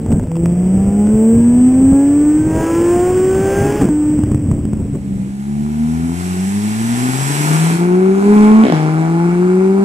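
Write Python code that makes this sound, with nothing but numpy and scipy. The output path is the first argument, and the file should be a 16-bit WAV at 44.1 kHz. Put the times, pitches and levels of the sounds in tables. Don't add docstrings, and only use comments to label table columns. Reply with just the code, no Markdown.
import sys
import numpy as np
from scipy import signal
from scipy.fft import rfft, irfft
from scipy.io import wavfile
from scipy.ndimage import uniform_filter1d, map_coordinates

SR = 44100
rng = np.random.default_rng(int(sys.argv[2]) if len(sys.argv) > 2 else 0)


def wav_out(sig):
    wavfile.write(sys.argv[1], SR, np.round(np.clip(np.atleast_2d(sig).T, -1, 1) * 32767).astype(np.int16))


N = 433944
T = np.arange(N) / SR
FREQS = np.fft.rfftfreq(N, 1 / SR)


# time in seconds, firing rate in Hz.
DECK_REVS = [(0, 219), (.1, 229), (.26, 217.9), (.29, 163.1), (.45, 170.3), (1.1, 212.8), (1.55, 243.3),
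             (2, 277.8), (2.3, 299.9), (2.6, 322), (3.05, 361), (3.3, 377), (3.6, 398.5), (3.8, 422),
             (3.9, 300), (4.3, 299.5), (5.3, 274.4)]
# time in seconds, then relative levels of drone, rasp and gas hiss in dB.
DECK_LEVELS = [(0, -24, -47, -54), (.1, -16.5, -38.5, -52), (.3, -14.5, -47, -54.5), (.48, -10.5, -37, -49),
               (1, -7, -31.5, -47.5), (1.55, -8, -35, -46.5), (2.44, -2.5, -36, -45),
               (2.62, -3.5, -28.5, -37), (3.25, -4, -38.5, -39), (3.6, -9.5, -29, -35),
               (3.8, -14, -33.5, -36.5), (3.93, -5, -38.5, -46.5), (4.15, -8, -45.5, -47),
               (4.4, -19.5, -80, -51.5), (4.85, -23.5, -77, -55), (5.3, -31.5, -58, -60)]
# centre in seconds, length in seconds, depth in dB.
DECK_DIPS = [(.23, 0.13, 17), (3.84, 0.12, 0.5)]
# frequency in Hz, gain in dB.
DECK_PIPE = [(160, 1), (200, -1.5), (243, 3.5), (305, -4), (319, -16), (336, -6), (365, -5), (460, -3.5),
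             (520, -8), (600, -18.5), (680, -17), (740, -15.5), (790, -4), (860, -17), (1250, -19.5)]
# one list of cycles per two crank turns, one of relative levels in dB.
DECK_ORDERS = np.array([7, 8, 9, 10, 11, 14, 15, 16, 20, 21, 24, 27, 30, 36, 42])
DECK_ORDER_DB = [-24, 7.5, 6.5, 3.5, -6.5, -1, 0.5, -1.5, -7, -1.5, 3, -8, -3.5, -8.5, -11.5]
# frequency in Hz, gain in dB.
DECK_LINES = [(200, -2), (500, 1), (850, -2), (1100, -8), (1300, -8), (1600, 5), (2200, -9), (3300, 1.5)]
# frequency in Hz, gain in dB.
DECK_GAS = [(100, 3), (300, 25.5), (500, 11), (850, 5), (1400, 0.5), (2000, 0.5), (2600, -1), (3300, -5),
            (4000, -12.5)]
SECOND_DB, THIRD_DB = 2, -0.5


def deck_exhaust():
    hz, = curves(DECK_REVS)
    load_db, rasp_db, gas_db = curves(DECK_LEVELS)
    drone_db = load_db - dips(DECK_DIPS)
    phase = crank(hz, wobble=0.0021)
    drone = undb(drone_db + swept(DECK_PIPE, hz) + 0.72 * walk(33)) * np.cos(phase)

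    edge_db = (drone_db + rasp_db) / 2
    overtones = 0
    for k, db in ((2, SECOND_DB), (3, THIRD_DB)):
        flutter_db = 2 * walk(20) + 5.4 * walk(6.9)
        level_db = edge_db + db + swept(DECK_PIPE, k * hz) + flutter_db
        overtones = overtones + undb(level_db) * np.cos(k * phase)

    lines = 0
    for order, db in zip(DECK_ORDERS, DECK_ORDER_DB):
        lines = lines + order_line(phase, order, db + 2 * walk(7.2) + 2 * walk(21))
    rasp = undb(rasp_db - 5.5) * tint(lines, DECK_LINES)

    pulsing = noise() * (1 + 0.15 * np.cos(phase))
    gas = undb(gas_db + 15) * unit(tint(pulsing, DECK_GAS))
    return drone + overtones + rasp + gas


# time in seconds, relative buffet level in dB.
WIND = [(0, -23), (.45, -24), (.6, -25.5), (1.4, -26.5), (2.1, -26), (2.7, -24), (3.3, -29), (3.7, -23),
        (4.05, -30.5), (4.3, -26.5), (4.8, -23), (5.3, -31.5)]
# centre in seconds, length in seconds, relative buffet level in dB.
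GUSTS = [(0.663, 0.052, -22), (0.883, 0.083, -18.5), (1.08, 0.032, -20), (1.151, 0.031, -16),
         (1.375, 0.12, -19), (1.68, 0.044, -29), (1.927, 0.038, -14), (2.39, 0.034, -28),
         (2.472, 0.037, -19.5), (3.6, 0.047, -18.5), (3.82, 0.066, -19), (4.19, 0.022, -16),
         (4.347, 0.096, -18.5), (4.49, 0.15, -18.5), (4.949, 0.048, -18.5)]
# frequency in Hz, gain in dB.
BUFFET = [(20, -14.5), (45, -9), (90, -1.5), (160, -1.5), (260, -7.5), (400, -16.5), (600, -26.5),
          (1200, -46), (3500, -72)]
# start in seconds, then relative levels of ring and crack in dB.
SLAPS = [(1.07, -21, -30.5), (4.19, -2.5, -49), (4.236, 3, -33), (4.317, 0, -36), (4.346, 2, -36),
         (4.514, 3.5, -33), (4.652, -2, -34.5), (4.733, 1, -42), (4.951, -8, -39)]
TURBULENCE_DB, TURBULENCE_RATE = 3.45, 12


def deck_wind():
    flow = undb(curves(WIND)[0] + TURBULENCE_DB * walk(TURBULENCE_RATE))
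    gusts = sum(undb(db) * bell(s, length) for s, length, db in GUSTS)
    strength = undb(3.0) * np.hypot(flow, gusts)
    buffet = strength * steady(tint(noise(), BUFFET), 0.038)
    slaps = bangs(SLAPS, ring_hz=153, ring_s=0.0027, ring_db=2, crack_s=0.0026, crack_db=17, crack_hz=1440)
    return buffet + slaps


HOLD_HZ = 8000


def sample_and_hold(x):
    x = signal.sosfilt(signal.butter(7, 3500, fs=SR, output="sos"), x)
    clock = 2 * np.pi * HOLD_HZ * T
    mirrored = x * (1 + 2 * np.cos(clock) + 2 * np.cos(2 * clock))
    return irfft(rfft(mirrored) * np.sinc(FREQS / HOLD_HZ), N)


# start in seconds, then relative levels of ring and crack in dB.
DECK_POPS = [(3.813, 2, -19), (3.82, 6.5, -21), (3.831, 4.5, -32), (3.842, 3, -27), (3.852, 3.5, -25),
             (3.863, -21, -33), (3.888, 3, -47)]
# start in seconds, then relative levels of ring and crack in dB.
RATTLES = [(0.062, -15, -50), (0.108, -18, -53), (0.118, -12, -34.5), (0.125, -9, -35), (0.196, -11, -38),
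           (0.237, -19, -45), (0.271, -19, -46), (0.316, -12, -36), (0.355, -33, -40), (0.367, -13, -39),
           (0.458, -9, -32.5)]
# time in seconds, gain in dB.
DECK_FADE = [(4.85, 0), (5.3, -3), (5.5, -41)]


def on_board():
    pops = bangs(DECK_POPS, ring_hz=230, ring_s=0.0034, ring_db=-1, crack_s=0.0036, crack_db=9.5, crack_hz=1560)
    rattles = bangs(RATTLES, ring_hz=690, ring_s=0.00054, ring_db=3.5,
                    crack_s=0.0014, crack_db=18.5, crack_hz=3080)
    heard = deck_exhaust() + deck_wind() + pops + rattles
    return sample_and_hold(heard) * undb(curves(DECK_FADE)[0])


# frequency in Hz, gain in dB.
KERB_PIPE = [(65, -30.5), (82, -10), (100, -22), (122, -4.5), (142, -12), (162, -4), (185, -2), (212, 0),
             (250, 2), (270, -17), (305, -14.5), (368, -1), (410, -3.5), (445, -19.5), (500, -27),
             (640, -21), (770, -19.5), (850, -11.5), (930, -25.5), (1060, -15)]
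HARMONIC_COUNT, ROLLOFF_DB = 5, 1.17
TURN_S, TURN_LENGTH_S = 7.76, 0.051
SHADE_DB, SHADE_FROM_HZ, SHADE_FULL_HZ = 20, 253, 393
LAG_FROM_HZ, LAG_FULL_HZ = 370, 442


def kerb_boom(hz, phase, boom_db):
    approaching = .5 - .5 * np.tanh((T - TURN_S) / TURN_LENGTH_S)
    boom = 0
    for k in range(1, HARMONIC_COUNT + 1):
        shade_db = SHADE_DB * approaching * np.interp(k * hz, [SHADE_FROM_HZ, SHADE_FULL_HZ], [0, 1])
        flutter_db = np.sqrt(k) * (.4 + .6 * approaching) * (walk(41) + walk(7))
        db = boom_db + swept(KERB_PIPE, k * hz) - ROLLOFF_DB * (k - 1) - shade_db + flutter_db
        lag = np.interp(k * hz, [LAG_FROM_HZ, LAG_FULL_HZ], [0, np.pi / 2])
        boom = boom - undb(db) * np.cos(k * phase - lag)
    return boom


# time in seconds, firing rate of one cylinder bank in Hz. Also drives the throb in rush().
PASS_REVS = [(4.5, 74.3), (5.2, 64.4), (5.7, 74.5), (6.05, 82.8), (6.25, 90.5), (6.4, 92.5), (6.55, 101.5),
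             (6.7, 106.5), (7.12, 129.5), (7.48, 152.3), (7.95, 182.5), (8.2, 197.5), (8.32, 208),
             (8.46, 212), (8.64, 222), (8.75, 155.7), (8.88, 155.5), (9.82, 197.5)]
# time in seconds, then relative levels of boom and rasp in dB.
PASS_LEVELS = [(4.5, -13, -52.5), (5.25, -18.5, -47), (5.55, -12.5, -42.5), (6, -14.5, -36),
               (6.6, -8, -36.5), (7, -17.5, -27.5), (7.25, -5.5, -27), (7.55, -3.5, -22),
               (7.9, -8.5, -25.5), (8.12, -7.5, -29), (8.2, -12.5, -24), (8.33, -3, -19.5),
               (8.62, -2.5, -20.5), (8.78, -5.5, -24), (9.4, -9, -28.5), (9.82, -8, -29)]
# centre in seconds, length in seconds, depth in dB.
PASS_DIPS = [(7.775, .025, 8), (8.69, .075, 17)]
# frequency in Hz, gain in dB.
PIPE_LINES = [(150, 6.5), (300, -1.5), (500, -9), (750, 8.5), (1000, 1.5), (1400, -11), (1800, -17),
              (3000, -26)]
# frequency in Hz, gain in dB.
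PIPE_GAS = [(30, -42), (80, -21), (170, 11.5), (300, 11), (420, 10), (540, -7.5), (750, 2), (1000, 2),
            (1400, 3.5), (1800, -10.5), (2300, -8.5), (3200, -23.5), (4400, -24.5), (9000, -24),
            (13000, -48.5)]


def kerb_exhaust():
    hz, = curves(PASS_REVS)
    boom_db, rasp_db = curves(PASS_LEVELS)
    phase = crank(hz, wobble=0.0021)
    boom = kerb_boom(hz, phase, boom_db - dips(PASS_DIPS))

    whole = range(36, 79, 6)
    halves = range(9, 70, 6)
    thirds = [k for k in range(8, 54, 2) if k % 6]
    lines = 0
    for orders, db in ((whole, 0), (halves, -2), (thirds, -9)):
        for order in orders:
            lines = lines + order_line(phase, order, db + 3 * walk(12.0))
    snarl = undb(-2.0) * unit(tint(lines, PIPE_LINES))

    puffs = np.exp(3 * np.cos(phase)) * undb(2 * walk(220))
    gas = undb(1) * unit(tint(noise() * puffs, PIPE_GAS))
    return boom + undb(rasp_db - dips(PASS_DIPS) / 2) * (snarl + gas)


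# time in seconds, relative hiss level in dB.
RUSH = [(5.1, -53), (6.03, -43.5), (6.2, -37.5), (6.6, -36.5), (7.45, -27), (7.72, -31.5), (7.82, -52),
        (8.1, -47), (8.35, -41.5), (8.65, -52.5), (9.8, -52)]
# frequency in Hz, gain in dB.
HISS = [(40, -16), (300, -10), (700, -8), (1300, 1), (2200, -1.5), (3200, -7), (4500, -9.5), (6000, -7),
        (6800, -8.5), (7800, 0.5), (8700, -10), (10000, -8), (12000, -17), (13800, -23), (15000, -42.5)]


def rush():
    phase = crank(curves(PASS_REVS)[0], wobble=0.0093)
    hiss = tint(noise() * (1 + 0.083 * np.cos(phase)), HISS)
    return undb(curves(RUSH)[0] + 1.5 + .5 * walk(25)) * unit(hiss)


# start in seconds, then relative levels of ring and crack in dB.
KERB_POPS = [(8.637, 0, -19), (8.652, -1, -19), (8.667, -3, -19), (8.683, -1, -22), (8.699, -1, -18),
             (8.723, -1, -16), (8.736, -4, -23)]
# time in seconds, gain in dB.
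KERB_FADE = [(4, -25), (4.8, -6.5), (5.1, 0)]
# time in seconds, lag in milliseconds.
LAG = [(5, .32), (7.3, 0.35), (8.3, 0.3), (9.8, 0.23)]
# frequency in Hz, difference in dB.
PORTS = [(100, 13), (200, -0.8), (380, 4), (700, -2.5), (1300, 2.5), (2400, -3.5), (4400, 3.5),
         (8000, -6.5), (14000, -16.5)]


def at_kerb():
    pops = bangs(KERB_POPS, ring_hz=270, ring_s=.005, ring_db=-1, crack_s=.0016, crack_db=16.5, crack_hz=2000)
    heard = (kerb_exhaust() + rush() + pops + town()) * undb(curves(KERB_FADE)[0])
    late = (T - curves(LAG)[0] / 1000) * SR
    left = map_coordinates(heard, [late], order=3)
    pair = np.array([left, heard]) + street(heard, t60=.6, wet_db=-9)
    lean_db = response(PORTS) / 2
    return irfft(rfft(pair) * undb(np.array([lean_db, -lean_db])), N)


def street(x, t60, wet_db):
    t = T[:SR]
    tails = rng.standard_normal((2, SR)) * undb(-60 * t / t60) * (t > .015)
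    tails /= np.sqrt(np.sum(tails ** 2, axis=1, keepdims=True))
    x = tint(x, [(200, -16), (420, 2), (800, -8.0), (2000, 11.5), (10000, 10.0)])
    return undb(wet_db) * np.array([signal.fftconvolve(x, tail)[:N] for tail in tails])


# frequency in Hz, gain in dB.
TOWN = [(20, -29.5), (60, -0.5), (120, -2), (300, -23), (1000, -21.5), (3000, -31), (12000, -53)]


def town():
    return undb(-46.5 + 1.5 * walk(2)) * unit(tint(noise(), TOWN))


def bangs(table, ring_hz, ring_s, ring_db, crack_s, crack_db, crack_hz):
    ring, crack = np.zeros((2, N))
    t = T[:SR // 10]
    for s, peak_db, sharp_db in table:
        i = slice(int(s * SR), int(s * SR) + len(t))
        ring[i] -= undb(peak_db + ring_db) * np.sin(2 * np.pi * ring_hz * t) * np.exp(-t / ring_s)
        front = np.sin(2 * np.pi * crack_hz / 3 * t) + .8 * rng.standard_normal(len(t))
        crack[i] += undb(sharp_db + crack_db) * front * np.exp(-t / crack_s)
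    soft = signal.butter(2, min(crack_hz, SR / 3), fs=SR, output="sos")
    lean = signal.butter(2, ring_hz / 2, "high", fs=SR, output="sos")
    return signal.sosfilt(lean, ring + signal.sosfilt(soft, crack))


def crank(hz, wobble):
    return 2 * np.pi * np.cumsum(hz * (1 + wobble * walk(50))) / SR


def order_line(phase, order, db):
    return undb(db) * np.cos(order * phase / 6 + rng.uniform(0, 2 * np.pi))


def swept(points, hz):
    at_hz, db = np.transpose(points)
    return np.interp(np.log(hz), np.log(at_hz), db)


def bell(s, length):
    return np.exp(-np.minimum((2 * (T - s) / length) ** 2, 50))


def dips(table):
    return sum(depth_db * bell(s, length) for s, length, depth_db in table)


def curves(table):
    s, *columns = np.transpose(table)
    return [np.interp(T, s, c) for c in columns]


def response(points):
    hz, db = np.transpose(points)
    return np.interp(np.log(FREQS + 1), np.log(hz), db)


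def tint(x, points):
    return irfft(rfft(x) * undb(response(points)), N)


def noise():
    return rng.standard_normal(N)


def walk(rate):
    k = max(int(SR / rate), 2)
    once = uniform_filter1d(noise(), k, mode="wrap")
    return unit(uniform_filter1d(once, k, mode="wrap"))


def steady(x, seconds):
    return x / np.sqrt(uniform_filter1d(x ** 2, max(int(seconds * SR), 8)) + 1e-12)


def unit(x):
    return x / np.sqrt(np.mean(x ** 2))


def undb(db):
    return 10 ** (np.asarray(db) / 20)


def scene():
    return on_board() + at_kerb()


TOP_HZ = 15500


def record(dry):
    rounded = dry / (1 + (dry / .95) ** 8) ** (1 / 8)
    return signal.sosfilt(signal.ellip(10, .1, 80, TOP_HZ, fs=SR, output="sos"), rounded)


dry = scene()
out = record(dry)
wav_out(out)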